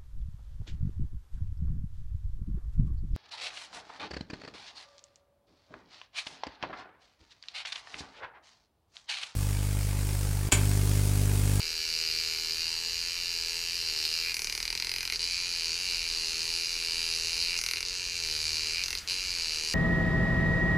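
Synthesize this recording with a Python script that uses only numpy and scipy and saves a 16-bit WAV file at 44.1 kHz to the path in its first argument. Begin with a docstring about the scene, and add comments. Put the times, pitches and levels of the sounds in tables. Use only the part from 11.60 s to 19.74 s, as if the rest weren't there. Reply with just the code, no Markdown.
"""Kitchen: a vibrating device shakes a carabiner hanging on a sling close to the microphone.
Metal knocks on metal once a shake, about 83 times a second; each knock rings a few well-damped modes.
Three times it works loose and strikes only every second shake, a rough rattle; twice it misses briefly.
The device hums faintly. The room adds a short echo over a low rumble."""
import sys
import numpy as np
from scipy import signal
from scipy.fft import rfft, irfft
from scipy.io import wavfile
from scipy.ndimage import uniform_filter1d

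SR = 44100
rng = np.random.default_rng(int(sys.argv[2]) if len(sys.argv) > 2 else 0)


def unload_wav(signal):
    """Save mono or channel-first audio to the path in sys.argv[1] as 16-bit WAV at rate SR, clipped to [-1, 1]."""
    wavfile.write(
        sys.argv[1],
        SR,
        np.round(np.clip(np.atleast_2d(signal).T, -1, 1) * 32767).astype(np.int16),
    )


N = 358974
KNOCK_SAMPLES = 2048

# shake rate: t/s, f/Hz
SHAKE_RATE = [(0.0, 80.92), (0.71, 80.51), (1.14, 82.56), (1.64, 87.35), (1.8, 82.54), (2.17, 86.27),
              (2.37, 76.91), (2.72, 85.97), (2.77, 78.59), (2.89, 74.8), (3.37, 89.19), (3.51, 84.02),
              (3.83, 88.98), (4.1, 80.73), (4.24, 93.06), (4.33, 84.8), (4.76, 81.0), (5.0, 84.32),
              (5.63, 82.26), (5.94, 87.06), (6.02, 80.13), (6.33, 90.87), (6.58, 86.24), (6.71, 77.29),
              (7.12, 79.08), (7.24, 93.54), (7.28, 85.7), (7.61, 93.28), (7.95, 77.03), (8.14, 80.78)]
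# rattling spans: start/s, end/s, level/dB, settling time/s
LOOSE_SPANS = [(2.726, 3.53, -0.5, 0.066), (5.976, 6.157, 0.3, 0.004), (6.192, 6.24, -1.5, 0.13),
               (7.227, 7.365, -0.2, 0.042)]


def undb(db):
    """Decibels to gain."""
    return 10 ** (np.asarray(db) / 20)


def curve(table, t):
    """Value of a (time, value) table at times t."""
    return np.interp(t, *np.transpose(table))


def within(spans, t):
    """True where t lies in a span."""
    return np.any([(t > start) & (t < end) for start, end, *_ in spans], axis=0)


def swell(x, at, half_width):
    """Gaussian bump, peak 1."""
    return np.exp(-((x - at) / half_width) ** 2)


def rumble(t):
    """Low room noise, slowly varying in level."""
    # rms level: t/s, level/dB
    levels = [(0.0, -50.5), (2.65, -51), (2.85, -46.5), (4.0, -49), (4.6, -46.5), (5.1, -49.5), (5.6, -47),
              (6.7, -49.5), (7.25, -46.5), (8.14, -47.5)]
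    # spectrum: f/Hz, relative level/dB
    spectrum = [(12, -18), (22, -0.5), (33, 1.5), (42, -4), (52, -3.5), (62, -9.5), (72, -6), (90, -16.5),
                (110, -17.5), (200, -20.5), (300, -21), (700, -27.5), (2000, -17), (15000, -34)]
    hz, db = np.transpose(spectrum)
    f = np.fft.rfftfreq(N, 1 / SR)
    colour = undb(np.interp(np.log(f + 1), np.log(hz), db))
    noise = irfft(rfft(rng.standard_normal(N)) * colour, N)
    return undb(curve(levels, t)) * noise / noise.std()


def room(x, level_db, t60_s, onset_s, highpass_hz):
    """Dense reflections build up and die away, thin in the bass."""
    t = np.arange(SR // 2) / SR
    build_up = 1 - swell(t, 0, onset_s)
    tail = rng.standard_normal(len(t)) * np.exp(-np.log(1000) * t / t60_s) * build_up
    tail = signal.sosfilt(signal.butter(2, highpass_hz, "high", fs=SR, output="sos"), tail)
    return undb(level_db) * signal.fftconvolve(x, tail / np.linalg.norm(tail))[:N]


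def near_echoes(x, low_hz=1500, high_hz=6000):
    """Single returns from small hard surfaces, which reflect little bass or top."""
    # reflections: delay/ms, level before band limiting/dB
    surfaces = [(5.66, -8), (6.11, -9.5), (8.27, -18)]
    f = np.fft.rfftfreq(N, 1 / SR)
    band = f ** 2 / (f ** 2 + low_hz ** 2) / (1 + (f / high_hz) ** 6)
    returns = sum(undb(db) * np.exp(-2j * np.pi * f * ms / 1000) for ms, db in surfaces)
    return irfft(rfft(x) * band * returns, N)


def motor(t, turns, fundamental_db=-61, octave_db=-73.5, swell_db=11.2, swell_at_s=6.86, half_width_s=0.37):
    """Faint hum at the shake rate and its octave; swells once."""
    phase = 2 * np.pi * turns
    hum = undb(fundamental_db) * np.sin(phase) + undb(octave_db) * np.sin(2 * phase)
    return undb(swell_db * swell(t, swell_at_s, half_width_s)) * hum


def strike_times(turns, strike_turn=0.33, tight_jitter_ms=0.065, loose_jitter_ms=0.158):
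    """One knock a shake; loose metal skips every second one and lands less evenly."""
    # no contact: start/s, end/s
    misses = [(3.565, 3.589), (7.394, 7.470)]
    shake = np.arange(np.ceil(turns[-1] - strike_turn))
    t = np.interp(shake + strike_turn, turns, np.arange(N) / SR)
    loose = within(LOOSE_SPANS, t)
    skipped = loose & (shake % 2 == 1)
    hit = ~within(misses, t) & ~skipped
    t += np.where(loose, loose_jitter_ms, tight_jitter_ms) / 1000 * rng.standard_normal(len(t))
    return np.clip(t[hit], 0, (N - 1) / SR), loose[hit]


def seating(t, slip_lead_s=0.043, slip_s=0.055, free_share=0.42):
    """Around each rattle the metal slips, breaks free and settles: three 0-1 weights, plus span level."""
    slip, free, settle, span_db = np.zeros((4, len(t)))
    for start, end, db, settle_s in LOOSE_SPANS:
        inside = (t > start) & (t < end)
        slip = np.maximum(slip, (t <= start) * swell(t, start - slip_lead_s, slip_s))
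        free = np.maximum(free, inside * swell(t, start, free_share * (end - start)))
        settle = np.maximum(settle, (t >= end) * swell(t, end, settle_s))
        span_db += inside * db
    tight = ~within(LOOSE_SPANS, t)
    return slip * tight, free, settle * tight, span_db


def focus_hz(t, loose, seated_hz=2710, slip_hz=2470, loose_hz=2560, wander_hz=70):
    """The low ring's peak wanders as the contact slides, and drops on slipping or rattling."""
    slide = uniform_filter1d(rng.standard_normal(len(t)), size=18)
    tight_hz = seated_hz + wander_hz * slide / slide.std()
    slip = seating(t)[0]
    return np.where(loose, loose_hz, tight_hz + (slip_hz - tight_hz) * slip)


def landing_db(t, loose, mode_hz, nominal_rate_hz=83, drift_db=0.5):
    """Level per knock and mode, set by force, shake rate, seating and contact drift."""
    # knock force: t/s, level/dB
    force = [(0.0, 0), (0.5, 0.5), (1.4, -1), (2.1, -0.5), (2.55, 1.5), (2.8, 0), (3.9, 0), (4.9, 0),
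             (5.7, 1.5), (6.1, 0), (6.5, -2), (6.7, 1), (7.1, 0), (7.7, 0), (8.14, -0.5)]
    # runs of harder knocks: t/s, half width/s, added force/dB
    surges = [(2.452, 0.0049, 7), (4.31, 0.07, 2.5), (5.82, 0.061, 2.5), (6.17, 0.02, 2),
              (7.508, 0.021, 5.5)]
    # response of the metal, rows hum, low ring, main ring, high ring, edge: f/Hz, buzz/dB, rattle/dB,
    # force slope/(dB/dB), buzz and rattle rate slopes/(dB/Hz), slipping/dB, freed/dB, settling/dB
    registers = [(420, 2.5, 0.5, 0.53, -0.58, -0.1, -1, -0.5, 2),
                 (2360, -2, -6, 0.5, 0.06, -0.06, 5.5, -2, -4.5),
                 (4680, 0.74, -2.7, 0.96, -0.16, 0.17, -0.5, -2, 0),
                 (6200, -1.14, -5.5, -0.2, -0.17, -0.18, -3, 6.5, 0),
                 (10500, 1.06, -6.8, 1.04, -0.15, -0.083, 0, -0.5, -4.5)]
    (register_hz, buzz_db, rattle_db, force_slope, buzz_slope, rattle_slope,
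     slip_db, free_db, settle_db) = np.transpose(registers)[:, :, None]
    slip, free, settle, span_db = seating(t)
    force_db = curve(force, t) + sum(db * swell(t, at, width) for at, width, db in surges)
    excess_hz = curve(SHAKE_RATE, t) - nominal_rate_hz
    drift = uniform_filter1d(rng.standard_normal((len(registers), len(t))), size=14, axis=1)
    db = np.where(loose, rattle_db + rattle_slope * excess_hz, buzz_db + buzz_slope * excess_hz)
    db += force_slope * force_db + span_db
    db += slip_db * slip + free_db * free + settle_db * settle
    db += drift_db * drift / drift.std()
    return np.array([np.interp(np.log(mode_hz), np.log(register_hz[:, 0]), knock) for knock in db.T])


def mode_gains(t, loose, f, tight_scatter_db=1.58, loose_scatter_db=2.5, creep_db=0.7, detune=0.0044,
               focus_db=3, focus_width_hz=330):
    """Magnitude spectrum per knock; the modes' shares shift as the contact point creeps."""
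    # carabiner modes: f/Hz, bandwidth/Hz, initial buzz/dB, reseated buzz/dB, rattle/dB
    modes = [(422.6, 146, -11.5, -11, -9), (946, 333, -16, -17, -11), (1446, 570, -15, -16, -7),
             (1706, 77, -4, -7, -22), (2158, 456, -7.5, -10, 6), (2404, 353, -1, 1.1, 7),
             (2720, 184, 3.5, 4, 10.5), (2935, 318, 0, -0.5, 3.5), (4080, 770, -4, -3.5, 4.5),
             (4173, 294, -1, -0.5, 0), (4844, 290, 4, 2.5, 6.5), (4680, 720, 4.5, 4.5, 7),
             (5630, 290, -0.1, -2, -13), (5840, 1260, -7.5, -5, 2), (6370, 740, -9.5, -5.5, -9),
             (6760, 450, -6.5, -7.5, -12), (7720, 1200, -11.5, -12, -10.5), (9280, 830, -16.5, -39, -6.5),
             (9850, 1850, -18.5, -13.5, -5), (12250, 2800, -20.5, -26, -8.5),
             (13500, 1290.0, -23.5, -29, -30.4)]
    hz, width_hz, initial_db, reseated_db, rattle_db = np.transpose(modes)
    # the first rattle reseats the metal
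    buzz_db = np.where(t[:, None] < LOOSE_SPANS[0][0], initial_db, reseated_db)
    focus = focus_db * swell(hz, focus_hz(t, loose)[:, None], focus_width_hz)
    scatter, creep, shift = rng.standard_normal((len(t), 3, len(hz))).transpose(1, 0, 2)
    creep = uniform_filter1d(creep, size=16, axis=0)
    db = np.where(loose[:, None], rattle_db + loose_scatter_db * scatter,
                  buzz_db + tight_scatter_db * scatter)
    db += landing_db(t, loose, hz)
    db += focus - focus.mean(axis=0)
    db += creep_db * creep / creep.std()
    centre_hz = hz * (1 + detune * shift)
    power = 0
    for k in range(len(modes)):
        offset = 2 * (f - centre_hz[:, [k]]) / width_hz[k]
        power += (undb(db[:, [k]]) / (1 + offset ** 2)) ** 2
    return np.sqrt(power)


def minimum_phase(gains):
    """Rows of magnitudes to spectra that start sharply and ring out."""
    cepstrum = irfft(np.log(gains))
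    half = cepstrum.shape[1] // 2
    fold = np.r_[1, np.full(half - 1, 2), 1, np.zeros(half - 1)]
    return np.exp(rfft(cepstrum * fold))


def chatter(count, decay_ms, renew_knocks):
    """Spectra of bursts of tiny contacts, mean power 1; neighbouring knocks are alike."""
    t = np.arange(KNOCK_SAMPLES) / SR
    burst = uniform_filter1d(rng.standard_normal((count, KNOCK_SAMPLES)), renew_knocks, axis=0)
    burst *= np.exp(-t * 1000 / decay_ms)
    return rfft(burst / np.linalg.norm(burst, axis=1, keepdims=True))


def contacts(count, f, chatter_db, chatter_ms, sizzle_hz, snap_db, bend_ms, sizzle_ms=13.4):
    """Contact spectra: a chattering blow, plus a longer sizzle in the treble."""
    blow = 1 + undb(chatter_db) * chatter(count, chatter_ms, renew_knocks=14)
    blow /= np.hypot(1, undb(chatter_db))
    sizzle = chatter(count, sizzle_ms, renew_knocks=2)
    sizzle_share = 1 / (1 + undb(snap_db) ** 2) / (1 + (sizzle_hz / (f + 1)) ** 8)
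    landing = np.sqrt(1 - sizzle_share) * blow + np.sqrt(sizzle_share) * sizzle
    # chatter spreads energy in time but adds none
    landing /= np.sqrt(uniform_filter1d(np.abs(landing) ** 2, size=24, axis=1))
    # bending waves: the main ring arrives after bend_ms, lower modes later
    main_ring_hz = 4600
    return landing * np.exp(-4j * np.pi * bend_ms / 1000 * np.sqrt(f * main_ring_hz))


def place_knocks(t, spectra, f):
    """Sum of knocks with sub-sample timing."""
    starts, fraction = np.divmod(t * SR, 1)
    rings = irfft(spectra * np.exp(-2j * np.pi * f / SR * fraction[:, None]))
    out = np.zeros(N + KNOCK_SAMPLES)
    for start, ring in zip(starts.astype(int), rings):
        out[start:start + KNOCK_SAMPLES] += ring
    return out[:N]


def carabiner(turns, buzz_gain_db=0.33, rattle_gain_db=1.9):
    """Knocks ring the metal: the tight buzz lands cleanly, the loose rattle chatters more."""
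    t, loose = strike_times(turns)
    f = np.fft.rfftfreq(KNOCK_SAMPLES, 1 / SR)
    ring = minimum_phase(mode_gains(t, loose, f))
    clean = contacts(np.sum(~loose), f, chatter_db=-2.5, chatter_ms=1.0,
                     sizzle_hz=6520, snap_db=0.0, bend_ms=1.0)
    rough = contacts(np.sum(loose), f, chatter_db=3.5, chatter_ms=1.06,
                     sizzle_hz=7200, snap_db=1.5, bend_ms=1.2)
    buzz = undb(buzz_gain_db) * place_knocks(t[~loose], ring[~loose] * clean, f)
    rattle = undb(rattle_gain_db) * place_knocks(t[loose], ring[loose] * rough, f)
    return buzz, rattle


def scene():
    """Carabiner, motor and room, the same in both channels."""
    t = np.arange(N) / SR
    turns = np.cumsum(curve(SHAKE_RATE, t)) / SR
    buzz, rattle = carabiner(turns)
    metal = buzz + rattle
    # loose metal swings another way and throws less sound at the near surfaces
    near = near_echoes(buzz + undb(-8) * rattle)
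    early = room(metal, level_db=-7, t60_s=0.14, onset_s=0.0037, highpass_hz=1070)
    late = room(metal, level_db=-12, t60_s=0.36, onset_s=0.008, highpass_hz=700)
    mix = rumble(t) + late + early + near + motor(t, turns) + metal
    return np.array([mix, mix])


def record(dry, cutoff_hz=15400):
    """Steep low-pass."""
    return signal.sosfilt(signal.ellip(10, 0.2, 80, cutoff_hz, fs=SR, output="sos"), dry)


dry = scene()
out = record(dry)
unload_wav(out)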